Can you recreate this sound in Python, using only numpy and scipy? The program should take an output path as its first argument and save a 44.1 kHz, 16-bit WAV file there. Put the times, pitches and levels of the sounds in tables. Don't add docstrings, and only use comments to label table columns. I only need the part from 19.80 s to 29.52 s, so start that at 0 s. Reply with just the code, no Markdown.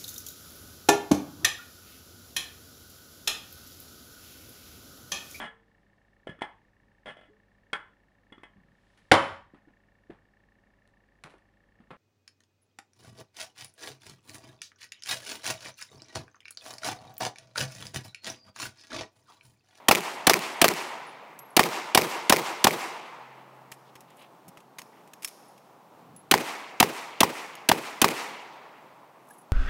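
import sys
import numpy as np
from scipy import signal
from scipy.fft import rfft, irfft
from scipy.io import wavfile

SR = 44100
rng = np.random.default_rng(int(sys.argv[2]) if len(sys.argv) > 2 else 0)


def file_out(sig):
    cols = np.atleast_2d(sig).T
    lim = np.clip(cols, -1, 1)
    pcm = np.round(lim * 32767).astype(np.int16)
    wavfile.write(sys.argv[1], SR, pcm)


N = 428652
TIME = np.arange(N) / SR
AFTER = TIME[:2 * SR]


def amp(db):
    return 10 ** (np.asarray(db) / 20)


def add(track, s, sound):
    i = int(round(max(s, 0) * SR))
    track[i:i + len(sound)] += sound[:len(track) - i]


def on_octaves(hz, table, column=1):
    table = np.array(table)
    return np.interp(np.log(hz), np.log(table[:, 0]), table[:, column])


def noise(colour, size, tilt=0):
    hz = np.maximum(np.fft.rfftfreq(size, 1 / SR), 1)
    octaves = np.log2(np.maximum(hz, 500))
    spectrum = rfft(rng.standard_normal(size))
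    x = irfft(spectrum * amp(on_octaves(hz, colour) + tilt * octaves), size)
    return x / x.std()


def burst(colour, db, decay, hold=0, tilt=0, size=8192, rise=0.00051):
    t = AFTER[:size]
    attack = 1 - np.exp(-t / rise)
    fade = np.exp(-np.maximum(t - hold, 0) / decay)
    return amp(db) * noise(colour, size, tilt) * attack * fade


def ring(hz, db, decay):
    t = AFTER[:SR // 2]
    return amp(db) * np.sin(2 * np.pi * hz * t) * np.exp(-t / decay)


def walk(rate, size):
    knots = rng.standard_normal(size // 200)
    return np.interp(TIME[:size] * rate, np.arange(len(knots)), knots)


def swell(s, spread):
    return np.exp(-((AFTER - s) / spread) ** 2)


def alike(pattern, fresh, share):
    share = np.clip(share, 0, 1)
    return np.sqrt(share) * pattern + np.sqrt(1 - share) * fresh


# f/Hz, relative density level/dB
AIR_COLOUR = [(25, -18), (70, -15), (105, -12.5), (150, 0.5), (300, 0), (500, -0.5), (850, 2.5), (1150, -2),
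              (1600, -12), (2500, -16.5), (5000, -24), (10000, -28.5), (15500, -27)]
AIR_DB = -55
HUM_HZ, HUM_DB = 131.4, -73
HUM_SWELL_S, HUM_SWELL_HALF_S, HUM_SWELL_DB = 3.77, 0.47, 11


def background():
    air = noise(AIR_COLOUR, N) * amp(AIR_DB + 0.68 * walk(15, N))
    phase = 2 * np.pi * np.cumsum(HUM_HZ * (1 + 0.0063 * walk(6, N))) / SR
    louder = np.exp(-((TIME - HUM_SWELL_S) / HUM_SWELL_HALF_S) ** 4)
    hum_db = HUM_DB + HUM_SWELL_DB * louder + 1.6 * walk(7.1, N)
    return air + np.sqrt(2) * np.sin(phase) * amp(hum_db)


# delay t/s, spread t/s, level/dB
PATCHES = [(.010, 0.0054, -27), (0.034, 0.0068, -24.5), (0.096, .012, -27)]
ROLL_DB = -33.5
TREELINE_S, TREELINE_RISE_S, TREELINE_DECAY_S, TREELINE_DB = 0.15, 0.0117, 0.15, -26


def scatter_arriving():
    past = AFTER - TREELINE_S
    rise = 0.5 * (1 + np.tanh(past / (2 * TREELINE_RISE_S)))
    treeline = amp(TREELINE_DB) * rise * np.exp(-np.maximum(past, 0) / TREELINE_DECAY_S)
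    sprays = sum((amp(db) * swell(delay, spread)) ** 2 for delay, spread, db in PATCHES)
    return np.sqrt(amp(ROLL_DB) ** 2 + sprays + treeline ** 2)


FADE_DB_PER_S, AIR_DB_PER_S_PER_KHZ = 15, 5.5
BASS_BELOW_HZ, BASS_DB_PER_S_PER_OCTAVE = 600, 14


def travel_loss(hz):
    octaves_below = max(np.log2(BASS_BELOW_HZ / hz), 0)
    treble_loss = AIR_DB_PER_S_PER_KHZ * hz / 1000
    return FADE_DB_PER_S + treble_loss + BASS_DB_PER_S_PER_OCTAVE * octaves_below


# f/Hz, relative density level/dB
FOREST_COLOUR = [(30, -25), (103, -20), (161, -10), (260, -5.5), (357, -2), (530, -5.5), (920, 2),
                 (1570, -6.5), (2090, -2.5), (2730, -5.5), (3420, -9), (5387, -11), (8760, -13),
                 (15500, -15.5)]


def forest(grain_db=1.5, patchy_db=2.5):
    size = len(AFTER)
    hz = np.maximum(np.fft.rfftfreq(size, 1 / SR), 1)
    reflections = rng.standard_normal(size)
    grains = np.repeat(rng.standard_normal(size), 30)[:size]
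    trunks = reflections * amp(grain_db * grains)
    spectrum = rfft(trunks) * amp(on_octaves(hz, FOREST_COLOUR))
    spectrum /= irfft(spectrum).std()
    centres = np.array(FOREST_COLOUR)[:, 0]
    out = 0
    for centre, band in zip(centres, np.eye(len(centres))):
        share = np.interp(np.log(hz), np.log(centres), band)
        level_db = patchy_db * walk(45, size) - travel_loss(centre) * AFTER
        out = out + irfft(spectrum * share) * amp(level_db)
    return out * scatter_arriving()


def fading_roll(db=-1.5):
    out = np.zeros(N)
    add(out, 0, amp(db) * forest()[int(.7 * SR):])
    return out


def brush(s, length, hz, octaves, db, rough_db=5.0):
    out = np.zeros(N)
    colour = [(hz / 16 ** octaves, -50), (hz / 2 ** octaves, -6), (hz, 0),
              (hz * 2 ** octaves, -9), (hz * 16 ** octaves, -70)]
    rubbing = noise(colour, SR)
    rough = amp(db + rough_db * walk(170, SR))
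    add(out, s - .5, rubbing * rough * swell(.5, length)[:SR])
    return out


def squeak(s, length, hz, rise, db):
    t = TIME - s
    return amp(db) * np.sin(2 * np.pi * (hz + .5 * rise * t) * t) * np.exp(-(t / length) ** 2)


# t/s, spread t/s, centre f/Hz, level/dB
RUSTLES = [(3.938, .011, 9000, -59), (4.086, 0.027, 3480, -66), (4.307, 0.032, 2650, -64.5),
           (4.401, .044, 10000, -65), (4.423, 0.048, 2740, -61.5), (5.165, .047, 1920, -63.5),
           (9.537, 0.083, 10300, -65.5)]
RUSTLE_OCTAVES = .6
# t/s, spread t/s, level/dB
BUMPS = [(1.621, 0.067, -63), (4.684, 0.013, -51), (6.36, .2, -57)]
BUMP_HZ, BUMP_OCTAVES = 168, .7
# t/s, spread t/s, f/Hz, rise Hz/s, level/dB
SQUEAK = (9.512, .005, 1661, 12000, -47)


def rustles():
    cloth = sum(brush(s, length, hz, RUSTLE_OCTAVES, db) for s, length, hz, db in RUSTLES)
    bumps = sum(brush(s, length, BUMP_HZ, BUMP_OCTAVES, db, rough_db=2.2) for s, length, db in BUMPS)
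    return cloth + bumps + squeak(*SQUEAK)


# f/Hz, relative density level/dB
CLICK_COLOUR = [(60, -1), (600, -10), (1100, 3.5), (1500, -0.5), (2400, 6.5), (4000, -1), (5300, -0.5),
                (7700, 1), (10500, 1), (12500, -1.5), (14300, -6), (16000, -8)]
# start t/s, end t/s
RELOAD_S = (4.2, 5.8)


def gear(count=7):
    out = np.zeros(N)
    for s in np.linspace(*RELOAD_S, count) + .06 * rng.standard_normal(count):
        tick_db = -53.5 + 1.5 * rng.standard_normal()
        add(out, s, burst(CLICK_COLOUR, tick_db, decay=0.005, tilt=-1.5))
    return out


# t/s, ring f/Hz, first ring level/dB, t60 t/s, tick level/dB
CASES = [(1.268, 10350, -55, .2, -70), (1.590, 11500, -51, .35, -36.5), (1.705, 10600, -52, 0.052, -65),
         (5.683, 10500, -54.5, .05, -68), (6.363, 10930, -44.5, .11, -47), (9.506, 10200, -50, .1, -50),
         (9.585, 10300, -50, .07, -58)]
BOUNCE_S, BOUNCE_SHRINK, BOUNCE_LOSS_DB = .026, .8, 9


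def cases(count=3):
    out = np.zeros(N)
    for s, hz, db, t60, tick_db in CASES:
        add(out, s, burst(CLICK_COLOUR, db=tick_db, decay=0.0042, tilt=5.9))
        for k, (early, detune) in enumerate(rng.standard_normal((count, 2))):
            add(out, s, ring(hz * (1 + .004 * detune), db - k * BOUNCE_LOSS_DB, t60 / np.log(1000)))
            s = s + BOUNCE_S * BOUNCE_SHRINK ** k * (1 - .15 * early)
    return out


# t/s, level/dB, decay t/s, tilt dB/octave
CLICKS = [(3.9167, -36, .009, -3), (4.1541, -42, 0.0067, -4.5), (4.206, -47, 0.0058, .7),
          (4.4194, -49, 0.0065, -5), (4.6807, -45, .0075, 4.5), (4.772, -45, .009, -5),
          (4.985, -32.5, 0.0072, -2), (5.017, -39.5, .0045, -2.5), (5.3344, -37.5, 0.0031, -2),
          (5.4225, -41, 0.019, 0.5), (5.446, -21.5, 0.0046, 2.5), (5.4748, -36, 0.0083, 2.5),
          (7.753, -34.5, .0024, -1)]
# f/Hz, relative density level/dB
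WASH_COLOUR = [(100, -21.5), (1100, -2), (2400, -3.5), (4400, -3), (5350, 6), (5900, -0.5), (6800, 0),
               (7700, -9), (9000, -1.5), (12500, -4), (14200, -12.5), (16000, -12.5)]
# nominal f/Hz, mean level/dB relative to the click, t60 t/s
STEEL = [(2455, -19, 0.042), (5360, -17.5, 0.069), (5640, -37, .3), (6520, -13.5, 0.04), (9000, -39, .1),
         (11100, -23, 0.036), (14130, -30, .06), (14500, -16, 0.044)]


def handling(rattle_db=4.0):
    out = np.zeros(N)
    for s, db, decay, tilt in CLICKS:
        contact = burst(CLICK_COLOUR, db, decay, tilt=tilt)
        chatter = contact * amp(rattle_db * walk(504, SR)[:len(contact)])
        add(out, s, chatter * contact.std() / chatter.std())
        add(out, s, burst(WASH_COLOUR, db=db - 33.5, decay=0.18, size=32768))
        for hz, mode_db, t60 in STEEL:
            detune, grip = rng.standard_normal(2)
            mode_hz = hz * (1 + 0.0044 * detune)
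            add(out, s, ring(mode_hz, db + mode_db + 2.5 * grip, t60 / np.log(1000)))
    return out


# delay t/s, spread t/s, level/dB before each shot's gain
BOOMS = [(0.034, 0.0032, -25.5), (.046, 0.0051, -21), (.072, 0.015, -30.5), (.100, 0.032, -33.5)]
# f/Hz, relative density level/dB
BOOM_COLOUR = [(30, -33), (90, -19.5), (160, 0.5), (260, -5), (370, 3.5), (500, -3), (800, -8.5),
               (2000, -35), (8000, -75.5)]


def berms():
    size = SR // 4
    out = np.zeros(size)
    for delay, spread, db in BOOMS:
        out += amp(db) * noise(BOOM_COLOUR, size) * swell(delay, spread)[:size]
    return out


# f/Hz, relative density level/dB
ECHO_COLOUR = [(40, -20), (200, -7), (700, 1), (1100, 7.5), (1400, -2.5), (2400, 0.5), (3500, -7),
               (5200, -5), (8000, -13.5), (15500, -13.5)]


def near_echo(bark_hz, crack_db):
    out = np.zeros(SR)
    t = AFTER[:SR // 2]
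    push = swell(.0022, .0015)[:len(t)]
    wobble = 1 + .03 * rng.standard_normal()
    hz = bark_hz * wobble * (.66 + .72 * np.exp(-t / 0.0026))
    phase = 2 * np.pi * np.cumsum(hz) / SR
    add(out, 0, push * (amp(1.0) * np.sin(phase) + amp(-7) * np.sin(2 * phase)))
    add(out, .0008, -ring(hz=203, db=-10.0, decay=0.003))
    add(out, .0002, burst(ECHO_COLOUR, db=crack_db - 5.0, decay=0.00085, hold=0.0038))
    add(out, .0072, burst(ECHO_COLOUR, db=crack_db - 18.0, decay=0.0072, hold=0.00057))
    add(out, .0085, burst(ECHO_COLOUR, db=crack_db - 28.0, decay=0.018))
    return out


# delay t/s, level/dB before each shot's share, decay t/s
SLAPS = [(0.0663, -7.5, .0007), (0.0716, -7, 0.00076), (.1225, -24, 0.0012)]
# f/Hz, relative density level/dB
SLAP_COLOUR = [(40, -29.5), (400, -2.5), (1600, -8.5), (2050, 4), (2450, 3), (3000, -8.5), (5000, -4),
               (7500, -10.5), (15500, -12.5)]


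def add_slaps(track, s, slap_db):
    for lag, db, decay in SLAPS:
        level_db = db + slap_db
        add(track, s + lag, burst(SLAP_COLOUR, level_db, decay, hold=0.0004, rise=.0003))
        add(track, s + lag + 0.00035, ring(hz=2428, db=level_db - 6, decay=0.0012))


# f/Hz, relative density level/dB
CRACK_COLOUR = [(40, -19), (200, -15.5), (800, 1.5), (1500, -1.5), (2200, -0.5), (3100, 2.5), (4500, -2.5),
                (7500, -7.5), (10500, -5), (12500, -10), (15500, -11.5)]


def muzzle():
    return burst(CRACK_COLOUR, db=-2.0, decay=0.0017, hold=0.0037, rise=0.001)


# delay t/s, mean f/Hz, relative level/dB, decay t/s
SWINGS = [(.0008, 200.9, -22, 0.012), (.0036, 370, -8.5, 0.0023), (.0064, 260, -8, 0.0023),
          (.0068, 740, -13.5, 0.0081)]


def blast(crack):
    out = np.zeros(len(AFTER))
    add(out, 0, crack)
    add(out, .0066, burst(CRACK_COLOUR, db=-11.5, decay=0.0024, hold=0.0039, tilt=-4.5, rise=0.00044))
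    add(out, .0050, burst(BOOM_COLOUR, db=-22, decay=0.0096, rise=0.0024))
    add(out, .0110, burst(CRACK_COLOUR, db=-29, decay=0.0087, tilt=-8.5))
    for delay, hz, db, decay in SWINGS:
        add(out, delay, ring(hz * (1 + 0.081 * rng.standard_normal()), db, decay))
    return out


# t/s, blast level/dB, relative crack level/dB in the near echo,
# share level/dB sent at the berms, stance number
SHOTS = [ (0.0838, -1, 4.5, -1.5, 0), (0.4686, 0, 5, 3, 0), (.8151, 0, 3, 1.5, 0),
         (1.766, -1.5, 1, -5.5, 1), (2.1475, -1.5, 1, -7.5, 1), (2.4959, -1, 2, -8, 1),
         (2.8418, -0.5, -3, -14.5, 1), (6.512, -1.5, -5, -14, 2), (7.0004, -0.5, -5, -26, 2),
         (7.4046, -2, -5.5, -29, 2), (7.8883, -3, -6, -27.5, 2), (8.2161, -2, -4.5, -9, 2)]
# near echo delay t/s, bark base f/Hz, forest level/dB
STANCES = [(.0271, 706, .5), (.0271, 915, 2.5), (.0266, 955, 1.7)]
FOREST_FOLLOWS = .2


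def shots():
    out = np.zeros(N)
    patterns = [(muzzle(), berms(), forest()) for _ in STANCES]
    for s, blast_db, crack_db, slap_db, stance in SHOTS:
        place = int(round(stance)) % len(STANCES)
        crack, boom, scatter = patterns[place]
        delay, bark_hz, forest_db = STANCES[place]
        add(out, s, amp(blast_db) * blast(alike(crack, muzzle(), share=0.6)))
        add(out, s + delay, near_echo(bark_hz, crack_db))
        add_slaps(out, s, slap_db)
        far = amp(forest_db + FOREST_FOLLOWS * slap_db)
        add(out, s, far * alike(boom, berms(), share=0.96))
        add(out, s, far * alike(scatter, forest(), share=.72))
    return out


def scene():
    firing = shots() + fading_roll()
    shooter = handling() + gear() + cases() + rustles()
    return (firing + shooter + background())[None]


def record(dry, ceiling=0.52):
    thinned = signal.sosfilt(signal.butter(2, 80, "high", fs=SR, output="sos"), dry)
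    squashed = ceiling * np.tanh(thinned / ceiling)
    coupled = signal.sosfilt(signal.butter(1, 85, "high", fs=SR, output="sos"), squashed)
    top_cut = signal.ellip(10, .2, 75, 15750, fs=SR, output="sos")
    return signal.sosfilt(top_cut, coupled)


dry = scene()
out = record(dry)
file_out(out)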